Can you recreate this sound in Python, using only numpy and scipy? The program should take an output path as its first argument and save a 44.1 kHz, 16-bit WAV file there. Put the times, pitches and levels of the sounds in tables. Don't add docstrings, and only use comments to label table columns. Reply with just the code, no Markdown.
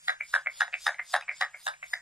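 import sys
import numpy as np
from scipy import signal
from scipy.fft import rfft, irfft
from scipy.io import wavfile
from scipy.ndimage import uniform_filter1d

SR = 44100
rng = np.random.default_rng(int(sys.argv[2]) if len(sys.argv) > 2 else 0)


def transcribe(u):
    v = np.clip(np.atleast_2d(u).T, -1, 1)
    q = np.round(v * 32767).astype(np.int16)
    wavfile.write(sys.argv[1], SR, q)


def to_linear_factor(level_db):
    exponent = np.asarray(level_db, float) / 20
    return 10 ** exponent


N = 88773


def evened(x):
    return x / np.sqrt(np.mean(x ** 2) + 1e-20)


def add(mix, start_s, sound):
    at = round(start_s * SR)
    part = mix[max(at, 0):][:max(len(sound) + min(at, 0), 0)]
    part += sound[max(-at, 0):][:len(part)]


def slow(seconds, count):
    size = max(round(seconds * SR), 1)
    rows = rng.standard_normal((count, N))
    for _ in range(2):
        rows = uniform_filter1d(rows, size, axis=1)
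    return rows / rows.std(axis=1, keepdims=True)


def ring(x, modes, scale=1, db=0, colour_db=0, detune=0):
    out = np.zeros(len(x))
    luck = rng.standard_normal((len(modes), 2))
    for k, (hz, width_hz, level_db) in enumerate(modes):
        mode_hz = hz * scale * (1 + detune * luck[k, 0])
        pole = np.exp((-np.pi * width_hz + 2j * np.pi * mode_hz) / SR)
        gain = to_linear_factor(level_db + db + colour_db * luck[k, 1]) * width_hz / 400
        out += (-1) ** k * gain * signal.lfilter([1], [1, -pole], x).imag
    return out


def clicks(size, per_s, spread_db):
    draw = rng.random((size, 3))
    hit = draw[:, 0] < per_s / SR
    sign = np.sign(draw[:, 1] - .5)
    return hit * sign * to_linear_factor(-spread_db * np.log(draw[:, 2] + 0.025))


# f/Hz, level/(dB per Hz)
AIR_SPECTRUM = [(12, -2), (40, 0), (101, -7.5), (315, -8.5), (1010, 3), (2680, 5), (4190, -6), (7730, 5),
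                (10500, -10.5), (15500, -20.5)]
# f/Hz, width/Hz, level/dB
DRONE_MODES = [(53.4, 13, -81), (124, 38, -89.5), (148.2, 13, -80.5)]
AIR_DB, AIR_SHARED, QUIET_DB = -61.5, 0.1, -7


def air():
    hz = np.fft.rfftfreq(N, 1 / SR)
    f, db = np.transpose(AIR_SPECTRUM)
    a, b, c, d = rng.standard_normal((4, N))
    pair = np.array([a, AIR_SHARED * a + np.sqrt(1 - AIR_SHARED ** 2) * b])
    colour = to_linear_factor(np.interp(np.log(hz + 1), np.log(f + 1), db))
    tone = to_linear_factor(AIR_DB) * evened(irfft(rfft(pair) * colour, N))
    low = irfft(rfft(tone) * (hz < 460), N)
    upper_low = irfft(rfft(low) * (hz > 170), N)
    drone = [sum(to_linear_factor(m[2]) * evened(ring(v, [m])) for m in DRONE_MODES)
             for v in (c + 0.88 * d, c - 0.28 * d)]
    return tone - low, low + (to_linear_factor(QUIET_DB) - 1) * upper_low + np.array(drone)


# f/Hz, width/Hz, level/dB
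SLIDE_MODES = [(750, 150, -20), (1760, 460, -30), (3590, 330, 6.5), (3950, 420, 4), (4955, 420, 8),
               (6510, 960, 3.5), (7310, 184, 8), (7900, 440, 4), (8800, 2420, 3.5), (12900, 3500, -6.5),
               (14300, 12000, -17.5)]
FIZZ_DB = [6.5, -1.5, 0, -3.5, -1, -1, 2, 0.5, 0]
SLIDE_S, SLIDE_RISE_DB, SLIDE_T60_S = 0.12, 16, 0.21
SLIDE_PER_S, SLIDE_SPREAD_DB, SLIDE_SMOOTH = 2500, -5, 0.35
FIZZ_HZ, FIZZ_T60_S = 8500, 0.16
PATCH_DB, PATCH_S = 1.5, 0.033


def slide():
    t = np.arange(N) / SR
    level, fizz = np.zeros(N), np.zeros(N)
    for (s, _, _, slide_db, _), fizz_db in zip(BASE_LANDINGS, FIZZ_DB):
        before = np.clip((s - t) / SLIDE_S, 0, 1)
        after = np.maximum(t - s, 0)
        swell = to_linear_factor(slide_db - SLIDE_RISE_DB * before) * np.sqrt(1 - before ** 4)
        level += swell * to_linear_factor(-60 * after / SLIDE_T60_S)
        fizz += swell * to_linear_factor(fizz_db - 60 * after / FIZZ_T60_S)
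    ticks = evened(clicks(N, SLIDE_PER_S, SLIDE_SPREAD_DB))
    drive = ticks + SLIDE_SMOOTH * rng.standard_normal(N)
    patches = to_linear_factor(PATCH_DB * slow(PATCH_S, count=len(SLIDE_MODES)))
    modes = np.array([(-1) ** k * patch * ring(drive, [mode])
                      for k, (patch, mode) in enumerate(zip(patches, SLIDE_MODES))])
    high = np.array(SLIDE_MODES)[:, :1] > FIZZ_HZ
    return (np.where(high, fizz, level) * modes).sum(0) / modes.sum(0).std()


COLOUR_DB, DETUNE = 2.0, .025
GIVE_WIDTH_HZ, WALL_LAG = 520, 40


def body(drive, modes, pitch_hz, thud_db, bright_db, chatter=0):
    thud_modes, ring_modes, wall_modes = modes
    soft = uniform_filter1d(drive, size=5)
    given = ring(soft, [(pitch_hz, GIVE_WIDTH_HZ, 0)]) * 2 * np.pi * 400 / SR
    sharp = np.roll(drive + chatter, WALL_LAG)
    thud = ring(soft, thud_modes, 1, thud_db, COLOUR_DB, DETUNE)
    main = ring(given, ring_modes, pitch_hz, 1.8, COLOUR_DB, DETUNE)
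    wall = ring(sharp, wall_modes, 0.97, bright_db, COLOUR_DB, DETUNE)
    return thud + main + wall


LEAD_S, LEAD_DB, CONTACTS_PER_S = .003, -17, 2500
AFTER_S, AFTER_DB = .002, -22
CHATTER_S, CHATTER_DB = 0.0028, -9.5


def knock(peak_s, peak_db, modes, pitch_hz, thud_db, bright_db):
    t = np.arange(-600, 1800) / SR
    lead = to_linear_factor(LEAD_DB) * np.exp(t / LEAD_S)
    after = to_linear_factor(AFTER_DB) * np.exp(-t / AFTER_S)
    around = np.where(t < 0, lead, after)
    chatter = to_linear_factor(CHATTER_DB) * np.exp(-abs(t) / CHATTER_S) * clicks(len(t), 8000, 0.61)
    blow = (t == 0) + around * clicks(len(t), CONTACTS_PER_S, 5.5) * .5
    sound = body(blow, modes, pitch_hz, thud_db, bright_db - 4.5, chatter)
    envelope = abs(signal.hilbert(sound))
    return peak_s - envelope.argmax() / SR, sound * to_linear_factor(peak_db) / envelope.max()


SPOTS = (0.92, 1, 1.055)
RATTLE_PER_S, RATTLE_SPREAD_DB, RATTLE_LEAD_S, RATTLE_THUD_DB = 1300, 2, .016, -0.5
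RATTLE_SAMPLES = 6000


def rattle(s, db, t60_s, modes, pitch_hz, thud_db, bright_db):
    t = np.arange(RATTLE_SAMPLES) / SR
    sound = evened(sum(body(clicks(RATTLE_SAMPLES, RATTLE_PER_S / 3, RATTLE_SPREAD_DB), modes,
                            pitch_hz * spot, thud_db, bright_db) for spot in SPOTS))
    rise = np.minimum(t / RATTLE_LEAD_S, 1) ** 2
    decay = to_linear_factor(-60 * np.maximum(t - RATTLE_LEAD_S, 0) / t60_s)
    fade = np.minimum((t[-1] - t) / 0.066, 1)
    return s - RATTLE_LEAD_S, to_linear_factor(db) * sound * rise * decay * fade


# t/s, pitch f/Hz, rattle level/dB, slide level/dB, thud level/dB
BASE_LANDINGS = [
    (.0844, 1744, -37.5, -52, 1.5),
    (0.3399, 1598, -39, -46.5, -1),
    (0.6092, 1620, -39.5, -44.5, 1.5),
    (0.8686, 1675, -38, -41.5, 2),
    (1.1414, 1680, -37.5, -43, 6.5),
    (1.4125, 1734, -41, -47, 2),
    (1.6685, 1590, -38, -49, 5),
    (1.938, 1784, -43, -49.5, -8.5),
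    (2.2, 1700, -60, -51, 0),
]
# t/s, peak level/dB, brightness/dB
BASE_KNOCKS = [(0.0836, -12.5, 2), (0.0847, -32, 11.5), (0.0947, -12, -5.5), (0.1002, -26, -7),
               (0.1037, -20, 0), (0.107, -21, -12.5), (0.1132, -37, -4), (0.3393, -18, -16),
               (0.3409, -11, 3), (0.3518, -12, -3.5), (0.3553, -21.5, 3), (0.3626, -12.5, -10),
               (0.3659, -20, -4), (0.3772, -38, -1), (0.6088, -8.5, 4), (0.611, -24.5, 2),
               (0.6187, -9.5, -0.5), (0.6272, -25, 4), (0.6317, -18, -6), (0.8666, -14.5, -15),
               (0.8684, -9.5, 4.5), (0.8737, -28, -7), (0.8769, -28, 13), (0.8797, -12, -2.5),
               (0.8841, -25.5, -5), (0.8891, -25, -7), (0.8922, -14.5, -18), (1.139, -19.5, 7),
               (1.1417, -8, 5), (1.1441, -27, 11), (1.1488, -44, 7), (1.1521, -12, 0), (1.1573, -20, 17),
               (1.1613, -31.5, 11), (1.1642, -14, 5), (1.1678, -31, -4), (1.1752, -28, 4),
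               (1.411, -19.5, 16), (1.4135, -12, 13), (1.4208, -21, 7), (1.4235, -13, -1),
               (1.4259, -23, 15), (1.4321, -17.5, 0.5), (1.4356, -21.5, -9), (1.4408, -30, -1),
               (1.443, -24.5, -7), (1.4491, -25, 8), (1.6689, -15, 8), (1.6739, -35, 11), (1.679, -16.5, 7),
               (1.6837, -20.5, -9), (1.687, -23, 7), (1.6899, -22.5, -14), (1.6933, -25, -7),
               (1.9382, -14, 5), (1.942, -40.5, 7)]
# t/s, pitch f/Hz, peak level/dB,
# brightness/dB
STRAY_TAPS = [(1.9353, 1733, -24, -15), (.3836, 1760, -43, -23), (.6802, 1860, -29.5, -2),
              (.945, 2070, -32.5, 4), (1.2105, 1855, -29, 3.5), (1.225, 2450, -33, -3),
              (1.236, 2560, -40.5, 4), (1.4636, 1760, -41, -8), (1.74, 2350, -36.5, -13)]
# f/Hz, width/Hz, level/dB
BASE_THUD = [(544, 38, -18.5), (699, 107, -12.5), (809.8, 144, -11.5), (1105, 160, -14), (1313, 101, -15)]
# ratio to pitch, width/Hz, level/dB
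BASE_RING = [(0.938, 309, -3), (1.03, 260, 3), (1.132, 267, -1.5), (1.362, 307, -11), (1.518, 300, -18)]
# f/Hz, width/Hz, level/dB
BASE_WALL = [(2918, 340, -27.5), (3629, 270, -20.5), (3953, 210, -18.5), (5185, 170, -25), (6040, 630, -37),
             (6960, 360, -36), (8116, 210, -35), (9585, 500, -28.5), (11100, 2000, -50), (14700, 1500, -50)]
RATTLE_DELAY_S, BASE_T60_S, RATTLE_BRIGHT_DB = .018, .2, 4


def base():
    out = np.zeros(N)
    modes = (BASE_THUD, BASE_RING, BASE_WALL)
    for s, db, bright_db in BASE_KNOCKS:
        row = min(BASE_LANDINGS, key=lambda r: abs(r[0] - s + .01))
        add(out, *knock(s, db, modes, row[1], row[4], min(bright_db, 5)))
    for s, pitch_hz, db, bright_db in STRAY_TAPS:
        add(out, *knock(s, db, modes, pitch_hz, 3.9, bright_db))
    for s, pitch_hz, db, _, thud_db in BASE_LANDINGS:
        add(out, *rattle(s + RATTLE_DELAY_S, db + 0.5, BASE_T60_S, modes, pitch_hz,
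                         thud_db + RATTLE_THUD_DB, RATTLE_BRIGHT_DB))
    return out


# t/s, pitch f/Hz, first touch level/dB, rattle level/dB, brightness/dB
NECK_LANDINGS = [
    (0.2094, 2196, -51, -37, -18),
    (0.4712, 2115, -24, -43.5, -20.5),
    (0.7386, 2344, -27, -42, 3.5),
    (0.9958, 1956, -35.5, -40.5, -11),
    (1.2931, 2130, -26.5, -36.5, -10.5),
    (1.5443, 2170, -47.5, -39.5, -20),
    (1.8316, 2236, -50, -43, -9),
]
# t/s, peak level/dB
NECK_TAPS = [(0.2098, -19.5), (0.2215, -41), (0.2244, -36), (0.4724, -16), (0.4754, -26.5), (0.4786, -38),
             (0.7342, -24.5), (0.7374, -33), (0.7405, -14.5), (0.7442, -27.5), (0.7479, -35), (0.752, -27),
             (0.9921, -29), (0.9962, -20.5), (0.9992, -24.5), (1.0039, -26.5), (1.0093, -39.5),
             (1.2945, -17), (1.303, -36), (1.3132, -26), (1.3206, -36.5), (1.5446, -31), (1.5478, -36),
             (1.8282, -35), (1.8306, -25.5), (1.8351, -31), (1.8387, -40.5), (1.8412, -31.5), (1.8463, -50)]
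# f/Hz, width/Hz, level/dB
NECK_THUD_MODES = [(600, 80, -34), (740, 100, -21), (1065, 400, -27), (1780, 324, -9)]
# ratio to pitch, width/Hz, level/dB
NECK_RING_MODES = [(0.898, 296, -3.5), (1.012, 322, 1), (1.096, 307, -1), (1.206, 303.8, -14)]
# f/Hz, width/Hz, level/dB
NECK_WALL_MODES = [(3630, 1200, -26), (5070, 730, -23), (6340, 410, -22.5)]
TOUCH_S, NECK_DELAY_S, NECK_T60_S, NECK_TOP_HZ = 0.0099, .003, .16, 2900


def neck():
    out = np.zeros(N)
    modes = (NECK_THUD_MODES, NECK_RING_MODES, NECK_WALL_MODES)
    for s, db in NECK_TAPS + [(1.2907, -22.5)]:
        row = min(NECK_LANDINGS, key=lambda r: abs(r[0] - s))
        add(out, *knock(s, db, modes, row[1], -1.3, row[4]))
    for s, pitch_hz, touch_db, rattle_db, bright_db in NECK_LANDINGS:
        add(out, *knock(s - TOUCH_S, touch_db, modes, pitch_hz * 1.05, 0, bright_db + 7))
        add(out, *rattle(s + NECK_DELAY_S, rattle_db - 6.5, NECK_T60_S, modes, pitch_hz,
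                         RATTLE_THUD_DB, bright_db))
    return signal.sosfilt(signal.butter(4, NECK_TOP_HZ, fs=SR, output="sos"), out)


ROOM_DB, ROOM_T60_S, ROOM_TOP_HZ = -13.5, 0.13, 5400


def room(x):
    t = np.arange(SR // 3) / SR
    taps = rng.standard_normal((2, len(t))) * to_linear_factor(-60 * t / ROOM_T60_S) * (t > .004)
    dull = signal.butter(1, ROOM_TOP_HZ, fs=SR, output="sos")
    taps = signal.sosfilt(dull, taps + 1.7 * taps[::-1])
    return to_linear_factor(ROOM_DB) * signal.fftconvolve(x[None], taps / np.linalg.norm(taps[0]), axes=1)[:, :N]


# t/s, then thud, ring, wall, upper wall, top phase/rad
PHASE_STEPS = [(0, -2.3, -1.6, -2.6, .8, 3.1), (.19, -2.3, -.4, -.2, 1.9, 1.3), (.29, -.9, -.9, .6, 2, 2),
               (.45, -1, -.9, -.2, 2.2, 2.8), (.53, -.9, -.9, .45, -.8, 2.8), (.71, -1.1, -.9, -.8, .2, 2.5),
               (.8, -.1, -.1, .3, -2, 1.4), (.97, -.1, 0, .15, .4, 1.6), (1.25, -.1, -.3, .5, 1.2, 3.1),
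               (1.37, -.3, -.35, -2.6, .4, 3.15), (1.5, .2, .45, .4, -.5, 4.8),
               (1.63, -1.85, -1.9, -.2, -1.2, 7.6), (1.79, -1.7, -1.8, -.3, .5, 8.2),
               (1.9, -.15, -.35, 2.8, -1, 8.2)]
BAND_EDGES = (-1000, 1350, 2700, 4400, 5800, 7000, 8300, 10000, 30000)
WOBBLE_PHASE = np.array([[.6], [.7], [.17], [.3]])
GLIDE_S, WOBBLE_S, DRIFT_RAD, DRIFT_S, CROSS_HZ = 0.0094, .035, 1.02, 0.031, 120


def stereo_phase(x):
    steer = np.array(PHASE_STEPS)
    row = np.searchsorted(steer[:, 0], np.arange(N) / SR, "right").clip(1) - 1
    held = uniform_filter1d(steer[row, 1:].T, round(GLIDE_S * SR), axis=1)
    free = 2 + DRIFT_RAD * slow(DRIFT_S, count=2)
    wobble = WOBBLE_PHASE * slow(WOBBLE_S, count=4)
    turns = [*held[:2], *(held[2:4] + wobble[:2]), *free, *(held[4] + wobble[2:])]
    hz = np.fft.fftfreq(N, 1 / SR)
    positive = 2 * np.fft.fft(x) * (hz > 0)
    out = np.zeros((2, N))
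    for lo, hi, turn in zip(BAND_EDGES, BAND_EDGES[1:], turns):
        weight = (np.tanh((hz - lo) / CROSS_HZ) - np.tanh((hz - hi) / CROSS_HZ)) / 2
        band = np.fft.ifft(positive * weight)
        out += np.array([(band * np.exp(.5j * turn)).real, (band * np.exp(-.5j * turn)).real])
    return out


def scene():
    tone, drone = air()
    thin = signal.butter(6, 556.5, "high", fs=SR, output="sos")
    bottle = signal.sosfilt(thin, slide() + base() + neck())
    around = room(bottle) + tone
    mid = around.mean(0)
    return stereo_phase(bottle + 1.22 * mid) + .5 * (around - mid) + drone


def low_pass(x):
    return signal.sosfilt(signal.butter(12, 15760, fs=SR, output="sos"), x)


def record(dry):
    limited = irfft(rfft(dry) * (np.fft.rfftfreq(N, 1 / SR) < 15760), N)
    return low_pass(limited)


dry = scene()
out = record(dry)
transcribe(out)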